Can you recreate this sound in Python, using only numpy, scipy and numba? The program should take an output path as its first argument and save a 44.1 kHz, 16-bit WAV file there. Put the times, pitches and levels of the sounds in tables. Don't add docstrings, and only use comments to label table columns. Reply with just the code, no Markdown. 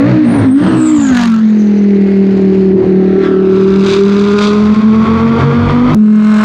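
import sys
import numpy as np
from scipy import signal
from scipy.fft import rfft, irfft
from scipy.io import wavfile
from scipy.ndimage import uniform_filter1d, minimum_filter1d
from numba import njit

SR = 44100
rng = np.random.default_rng(int(sys.argv[2]) if len(sys.argv) > 2 else 0)


def generate_wav(sig):
    pcm = np.round(np.clip(np.atleast_2d(sig).T, -1, 1) * 32767).astype(np.int16)
    wavfile.write(sys.argv[1], SR, pcm)


N = 284004
TIME_S = np.arange(N) / SR
SPIT_AT_S, JUMP_AT_S = 1.2105, 5.947
FIRINGS_PER_CYCLE = 5


def undb(db):
    return 10 ** (np.asarray(db) / 20)


def curves(table):
    times_s, *columns = np.transpose(table)
    return [np.interp(TIME_S, times_s, column) for column in columns]


def bell(at_s, half_s):
    return np.exp(-((TIME_S - at_s) / half_s) ** 2 / 2)


def jump(before, after):
    return np.where(TIME_S < JUMP_AT_S, before, after)


def smooth(x, samples):
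    return uniform_filter1d(uniform_filter1d(x, samples), samples)


def unit(x):
    return x / np.sqrt(np.mean(x ** 2))


def steady(x):
    return x / np.sqrt(smooth(x ** 2, 2600) + 1e-12)


def colour(x, outline):
    hz, db = np.transpose(outline)
    bins_hz = np.maximum(np.arange(N // 2 + 1) * SR / N, 1)
    return irfft(rfft(x) * undb(np.interp(np.log(bins_hz), np.log(hz), db)), N)


def noise():
    return rng.standard_normal(N)


def walk(rate_hz):
    hold = int(SR / rate_hz)
    steps = np.repeat(noise()[:N // hold + 1], hold)
    return unit(smooth(steps, hold)[:N])


@njit
def resonate(x, hz, width_hz):
    y, band, low = np.empty(len(x)), 0., 0.
    for i in range(len(x)):
        g, damping = np.tan(np.pi * hz[i] / SR), width_hz / hz[i]
        v = (band + g * (x[i] - low)) / (1 + g * (g + damping))
        band, low = 2 * v - band, low + 2 * g * v
        y[i] = damping * v
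    return y


def resonate_twice(x, hz, stage_width_hz):
    return resonate(resonate(x, hz, stage_width_hz), hz, stage_width_hz)


# (time [s], throttle [0-1], gas flow [dB], sizzle [dB])
PEDAL = [(0, 0, -22.5, -50), (.22, 0.4, -36.5, -53), (.95, 0.4, -34, -40.5), (1.6, 0.01, -53, -46.5),
         (2.6, 0.5, -50, -44), (3.38, 0.2, -46, -59), (3.56, 0.4, -36.5, -37.5), (4.25, 0.3, -32.5, -31.5),
         (5.0, 0.8, -26, -39.5), (5.1, .8, -27, -46), (5.94, .9, -28.5, -56)]
def throttle():
    return jump(curves(PEDAL)[0], 0)


def bass_gain(shut_db, load_db, close_db=-1):
    return undb(shut_db + load_db * throttle() + jump(0, close_db))


# (time [s], half width [s], firing note change [dB], throb [dB], rumble [dB], flow change [dB])
EXHAUST_BARKS = [(0.106, .035, -7.5, -3, -10, 7), (0.388, 0.073, -9, -15, -13, 3.5),
                 (0.653, 0.025, -7, -12.5, -5, 12), (0.752, 0.027, -8.5, -11, -7.5, 8.5),
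                 (1.118, 0.012, -0.5, -31, -14.5, 11.5), (2.746, .02, -1.5, -22, -28, -4),
                 (2.825, .025, -19, -33, -20.5, -1.5), (5.084, 0.021, 0.5, -23, -22.5, 3),
                 (5.422, .025, -1.5, -15, -18, 5.5), (5.705, 0.021, -17, -21, -32, 3),
                 (5.917, .03, -10.5, -14, -12.5, 9)]
def barking():
    return np.minimum(sum(bell(s, half) for s, half, *_ in EXHAUST_BARKS), 1)


CYLINDER_STRENGTH_DB = [5, 0, -4, -9, 0]
def uneven_db(count, shut_imbalance=.6):
    imbalance = shut_imbalance * (1 - throttle()) * (1 - barking())
    return imbalance * np.take(CYLINDER_STRENGTH_DB, count, mode="wrap")


# (time [s], firing rate of one bank [Hz])
FIRING_RATE = [(.02, 275), (.1, 319), (.3, 295), (.51, 256), (.68, 323), (.92, 309), (1.15, 246),
               (1.33, 223), (1.66, 207.8), (2.0, 197.6), (2.44, 192.4), (3.0, 188), (3.2, 192.5),
               (3.38, 189.3), (3.6, 191.6), (3.9, 195.7), (4.65, 210.5), (5.32, 228.6), (5.75, 241),
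               (5.94, 251)]
def crank(rough, close_hz=213):
    rate_hz = jump(curves(FIRING_RATE)[0], close_hz)
    firings = np.cumsum(rate_hz) / SR + .04 * rough * walk(70)
    return firings - firings[int(SPIT_AT_S * SR)] + 1000


def lines(cycle, orders, rough, waver_db=6.5, disperse_rad=0):
    total = 0
    for order, db in orders:
        gain = undb(db + waver_db * rough * walk(18))
        phase = 2 * np.pi * order * cycle + disperse_rad * order ** 2
        total += gain * np.sin(phase + rough * walk(22))
    return unit(total)


# (time [s], firing note [dB], octave [dB], crank note [dB], burble and growl base [dB])
EXHAUST_LEVELS = [(0, -4, -59, -10.5, -13.5), (.5, -0.5, -52, -19, -45), (.8, -7, -56, -10, -30.5),
                  (1.05, -6, -53, -15, -39), (1.28, -5.5, -56, -21, -50.5), (1.55, -5.5, -31, -33, -21.5),
                  (1.95, -7.5, -16.5, -43, -17), (2.65, -9, -11, -38, -16), (2.92, -6, -11.5, -27.5, -10),
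                  (3.3, -14.5, -8, -32, -10.5), (3.9, -4, -8.5, -30, -18), (4.42, -13, -12, -34, -28),
                  (4.8, 1, -20.5, -24, -29), (5.5, -14.5, -18, -31, -27.5), (5.94, -3, -23, -31, -36)]
# (firing note [dB], octave [dB], crank note [dB], burble and growl base [dB])
CLOSE_LEVELS_DB = [-2, -26, -29, -33.5]
# (order [per cycle], relative level [dB])
THROB_LINES = [(2, -11), (3, -10)]
BURBLE_LINES = [(6, -6), (7, -2), (8, -1), (9, 2), (11, -2), (12, -14)]
GROWL_LINES = [(13, -3), (14, -1), (15, 0.5), (16, 2), (17, -1), (18, -6.5), (20, 1), (21, -8)]
# (time [s], depth [dB])
NOTE_STUTTERS = [(.595, -12), (4.752, -16), (4.817, -18), (5.056, -12)]
def exhaust(firings, rough, burble_trim_db=-1, growl_trim_db=-18, flutter_db=4.5):
    note_db, octave_db, crank_db, base_db = map(jump, curves(EXHAUST_LEVELS), CLOSE_LEVELS_DB)
    cycle = firings / FIRINGS_PER_CYCLE
    dropout = bell(.285, .024)
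    note_db += sum(db * bell(s, half) for s, half, db, *_ in EXHAUST_BARKS) - 22 * dropout
    note_db += sum(db * bell(s, half) for s, half, *_, db in JET_SWELLS)
    bark_gain = sum(undb(db) * bell(s, half) for s, half, _, db, _, _ in EXHAUST_BARKS)
    stutter_db = sum(db * bell(s, .0087) for s, db in NOTE_STUTTERS)
    note = undb(note_db + flutter_db * rough * walk(30)) * unit(np.sin(2 * np.pi * firings))
    octave = undb(octave_db) * lines(firings, [(2, 0)], rough / 2, waver_db=10.5)
    crank_note = undb(crank_db + 8.5 * dropout) * lines(cycle, [(4, 0)], rough / 2)
    throb = (bass_gain(shut_db=-38.5, load_db=26.5) + bark_gain) * lines(cycle, THROB_LINES, rough)
    burble = undb(base_db + burble_trim_db) * lines(cycle, BURBLE_LINES, rough)
    growl = undb(base_db + growl_trim_db) * lines(cycle, GROWL_LINES, rough, disperse_rad=np.pi / 8)
    return undb(stutter_db) * (note - octave - crank_note - throb - burble + growl)


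# (time [s], distance [m])
CAR_DISTANCE = [(.3, 15.1), (.85, 9), (1.16, 3.8), (1.55, 16), (2.6, 16.8), (3.2, 14), (3.45, 8.8),
                (5.9, 7.79), (6.0, 9.5)]
def ground(x, pipe_height_m=.803, microphone_height_m=1.506):
    samples = np.arange(N)
    lag_s = 2 * pipe_height_m * microphone_height_m / curves(CAR_DISTANCE)[0] / 343
    bounce = .45 * uniform_filter1d(x, size=5)
    return x + np.interp(samples - SR * lag_s, samples, bounce)


# (frequency [Hz], gain [dB])
RUMBLE_SPECTRUM = [(25, -39.5), (55, -12), (100, -4.5), (170, 3), (300, 6), (450, -3), (650, -8),
                   (1000, -12), (2000, -39), (6000, -84.5)]
def rumble():
    bark_gain = sum(undb(db) * bell(s, half) for s, half, _, _, db, _ in EXHAUST_BARKS)
    gain = bass_gain(shut_db=-31.5, load_db=12.5) + bark_gain
    return gain * steady(colour(noise(), RUMBLE_SPECTRUM))


# (time [s], frequency [Hz])
PIPE_RESONANCE = [(.95, 1270), (1.15, 1570), (1.3, 1290), (4.45, 1397), (4.8, 1133), (5.4, 1347),
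                  (5.94, 1270), (5.96, 1537)]
# (frequency [Hz], gain [dB])
RASP_SPECTRUM = [(150, -43.5), (400, -25.5), (600, 25), (800, 9.5), (1050, 15), (1500, 0.5), (1900, -0.5),
                 (2600, -14), (4000, -12), (8000, -52.5), (15000, -68)]
def rasp(firings, rough, scatter_db=3, direct_db=-12, width_hz=260.):
    fronts = firings + .025 * rough * walk(200)
    count = np.floor(fronts).astype(int)
    at = np.flatnonzero(np.diff(count) > 0)
    subsample = (count[at + 1] - fronts[at]) / (fronts[at + 1] - fronts[at])
    size = undb(uneven_db(count)[at + 1] + scatter_db * rough[at] * noise()[:len(at)])
    pulses = np.bincount(at, size * (1 - subsample), N) + np.bincount(at + 1, size * subsample, N)
    ring = resonate(pulses, curves(PIPE_RESONANCE)[0], width_hz)
    return steady(colour(ground(ring + undb(direct_db) * pulses), RASP_SPECTRUM))


def puffs(firings, scatter_db, floor):
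    count = np.floor(firings).astype(int)
    size = undb(.5 * uneven_db(count) + scatter_db * noise()[count])
    return ground(noise() * (floor + size * np.exp(-(firings % 1))))


# (frequency [Hz], gain [dB])
RUSH_SPECTRUM = [(500, -7.5), (1000, -1), (1600, -1), (2200, -7.5), (2900, -10.5), (4000, -16),
                 (6000, -27.5), (9000, -43), (15000, -61.5)]
def rush(firings):
    return steady(colour(puffs(firings, scatter_db=2.5, floor=.95), RUSH_SPECTRUM))


# (frequency [Hz], gain [dB])
SIZZLE_SPECTRUM = [(1200, -13.5), (2500, -0.5), (3200, 0.5), (4100, 2.5), (5200, -6), (6500, -9.5),
                   (8000, -18), (10000, -31), (15000, -50.5)]
FIZZ_SPECTRUM = [(3000, -40), (5500, -1), (7800, 7), (9500, -4), (12000, -15), (15000, -25)]
def sizzle(firings, fizz_db=-8):
    spit_share = .75 * bell(SPIT_AT_S, .16)
    turbulence = puffs(firings, scatter_db=3.5, floor=.052)
    hiss = steady(colour(turbulence, SIZZLE_SPECTRUM))
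    fizz = jump(0, undb(fizz_db)) * steady(colour(turbulence, FIZZ_SPECTRUM))
    return np.sqrt(1 - spit_share) * hiss + np.sqrt(spit_share) * spits(firings) + fizz


# (time [s], half width [s], rasp [dB], rush [dB], sizzle [dB], firing note change [dB])
JET_SWELLS = [(1.202, 0.066, -24, -23, -23.5, -6), (3.25, 0.037, -31, -24, -51.5, -5.5),
              (3.921, 0.06, -36.5, -24, -22, -13.5), (4.442, 0.032, -18, -25.5, -18, 1.5),
              (6.44, 0.16, -18.5, -21, -35, -2.5)]
def jet(firings, rough, close_flow_db=-77, close_sizzle_db=-70):
    _, flow_db, sizzle_db = curves(PEDAL)
    flow_db, sizzle_db = jump(flow_db, close_flow_db), jump(sizzle_db, close_sizzle_db)
    rasp_db, rush_db = flow_db + 4.5, .4 * flow_db - 14
    lift_db = -8.5 * bell(.526, .025)
    bark_db = sum(db * bell(s, half) for s, half, *_, db in EXHAUST_BARKS)
    base = undb(np.array([rasp_db, rush_db, sizzle_db]) + lift_db + bark_db)
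    swells = sum(np.outer(undb(levels_db), 1 / (1 + ((TIME_S - s) / half) ** 2))
                 for s, half, *levels_db, _ in JET_SWELLS)
    rasp_gain, rush_gain, sizzle_gain = np.hypot(base, swells)
    return rush_gain * rush(firings) + sizzle_gain * sizzle(firings) + rasp_gain * rasp(firings, rough)


# (time [s], pitch [Hz], relative level [dB])
BRAKE_SQUEAL = [(0.241, 8600, -52), (.36, 9350, -31.5), (0.471, 8500, -44), (.72, 8630, -37),
                (0.811, 7940, -25), (1.118, 6720, -28), (1.359, 6450, -52), (1.65, 6220, -44.5),
                (1.999, 5900, -60)]
def brakes(stage_width_hz=800, waver=.018, flutter_db=2.6, octave_db=-44, trim_db=-3):
    hz, db = curves(BRAKE_SQUEAL)
    hz *= 1 + waver * walk(90)
    start_s, end_s = BRAKE_SQUEAL[0][0], BRAKE_SQUEAL[-1][0]
    applied = uniform_filter1d(1. * ((TIME_S > start_s) & (TIME_S < end_s)), size=900)
    ring, octave = (unit(resonate_twice(noise(), k * hz, k * stage_width_hz)) for k in (1., 2.))
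    return applied * undb(db + trim_db + flutter_db * walk(61.3)) * (ring + undb(octave_db) * octave)


def spits(firings, scatter_db=-8.5, decay_firings=.2):
    count = np.floor(firings).astype(int)
    burning = count % FIRINGS_PER_CYCLE < 2
    fade = np.exp(-(firings % 1) / decay_firings)
    cracks = noise() * burning * undb(scatter_db * noise()[count]) * fade
    spectrum = [(700, -15.5), (1500, 5), (3800, 3.5), (6000, -1), (9000, -12), (15000, -28.5)]
    return steady(colour(cracks, spectrum))


# (time [s], pitch [Hz], half width [s], level [dB])
BASS_THUDS = [(.99, 110, 0.0063, -16), (1.13, 87, 0.011, -14), (5.678, 51.6, 0.03, -16.5),
              (5.896, 42, 0.057, -21)]
def thuds():
    return sum(undb(db) * bell(s, half) * np.sin(2 * np.pi * hz * (TIME_S - s))
               for s, hz, half, db in BASS_THUDS)


# (time [s], half width [s], resonance [Hz], level [dB])
PIPE_HOWLS = [(1.137, 0.046, 1587, -22), (1.218, 0.033, 1120, -26), (1.15, 0.029, 690, -32),
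              (1.345, 0.024, 1340, -26), (2.05, 0.23, 2074, -37.5), (3.286, 0.075, 1320, -33.5),
              (3.6, 0.41, 1320, -38), (4.415, 0.065, 1350, -26.5), (5.14, 0.065, 1126, -30),
              (5.552, 0.11, 1470, -31), (6.42, 0.19, 2100, -34)]
def howl(firings, stage_width_hz=260., scatter_db=2.5):
    count = np.floor(firings).astype(int)
    size = undb(uneven_db(count) + scatter_db * noise()[count])
    pulses = size * np.diff(count, prepend=count[0])
    total = 0
    for s, half, hz, db in PIPE_HOWLS:
        ring = resonate_twice(pulses, np.full(N, float(hz)), stage_width_hz)
        total += undb(db) * bell(s, half) * steady(ring)
    return total


def click(level_db=-13, decay_s=.0005):
    return jump(0, undb(level_db)) * np.exp(-np.abs(TIME_S - JUMP_AT_S) / decay_s) * noise()


def scene():
    rough = np.clip(.27 + .32 * throttle() + .97 * barking() * (1 - throttle()), 0, 1)
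    firings = crank(rough)
    engine = exhaust(firings, rough) + rumble() + jet(firings, rough) + howl(firings)
    car = engine + brakes() + thuds() + click()
    return np.array([car, car])


def record(dry, target_db=-7, strength=.55, ceiling=.92, top_hz=15800):
    power = smooth(dry[0] ** 2, 1300)
    levelled = dry * (undb(target_db) / np.sqrt(power + 1e-6)) ** strength
    limiter_gain = minimum_filter1d(ceiling / np.maximum(np.abs(levelled[0]), ceiling), size=300)
    limited = levelled * smooth(limiter_gain, 150)
    return signal.sosfilt(signal.ellip(8, .2, 70, top_hz, fs=SR, output="sos"), limited)


dry = scene()
out = record(dry)
generate_wav(out)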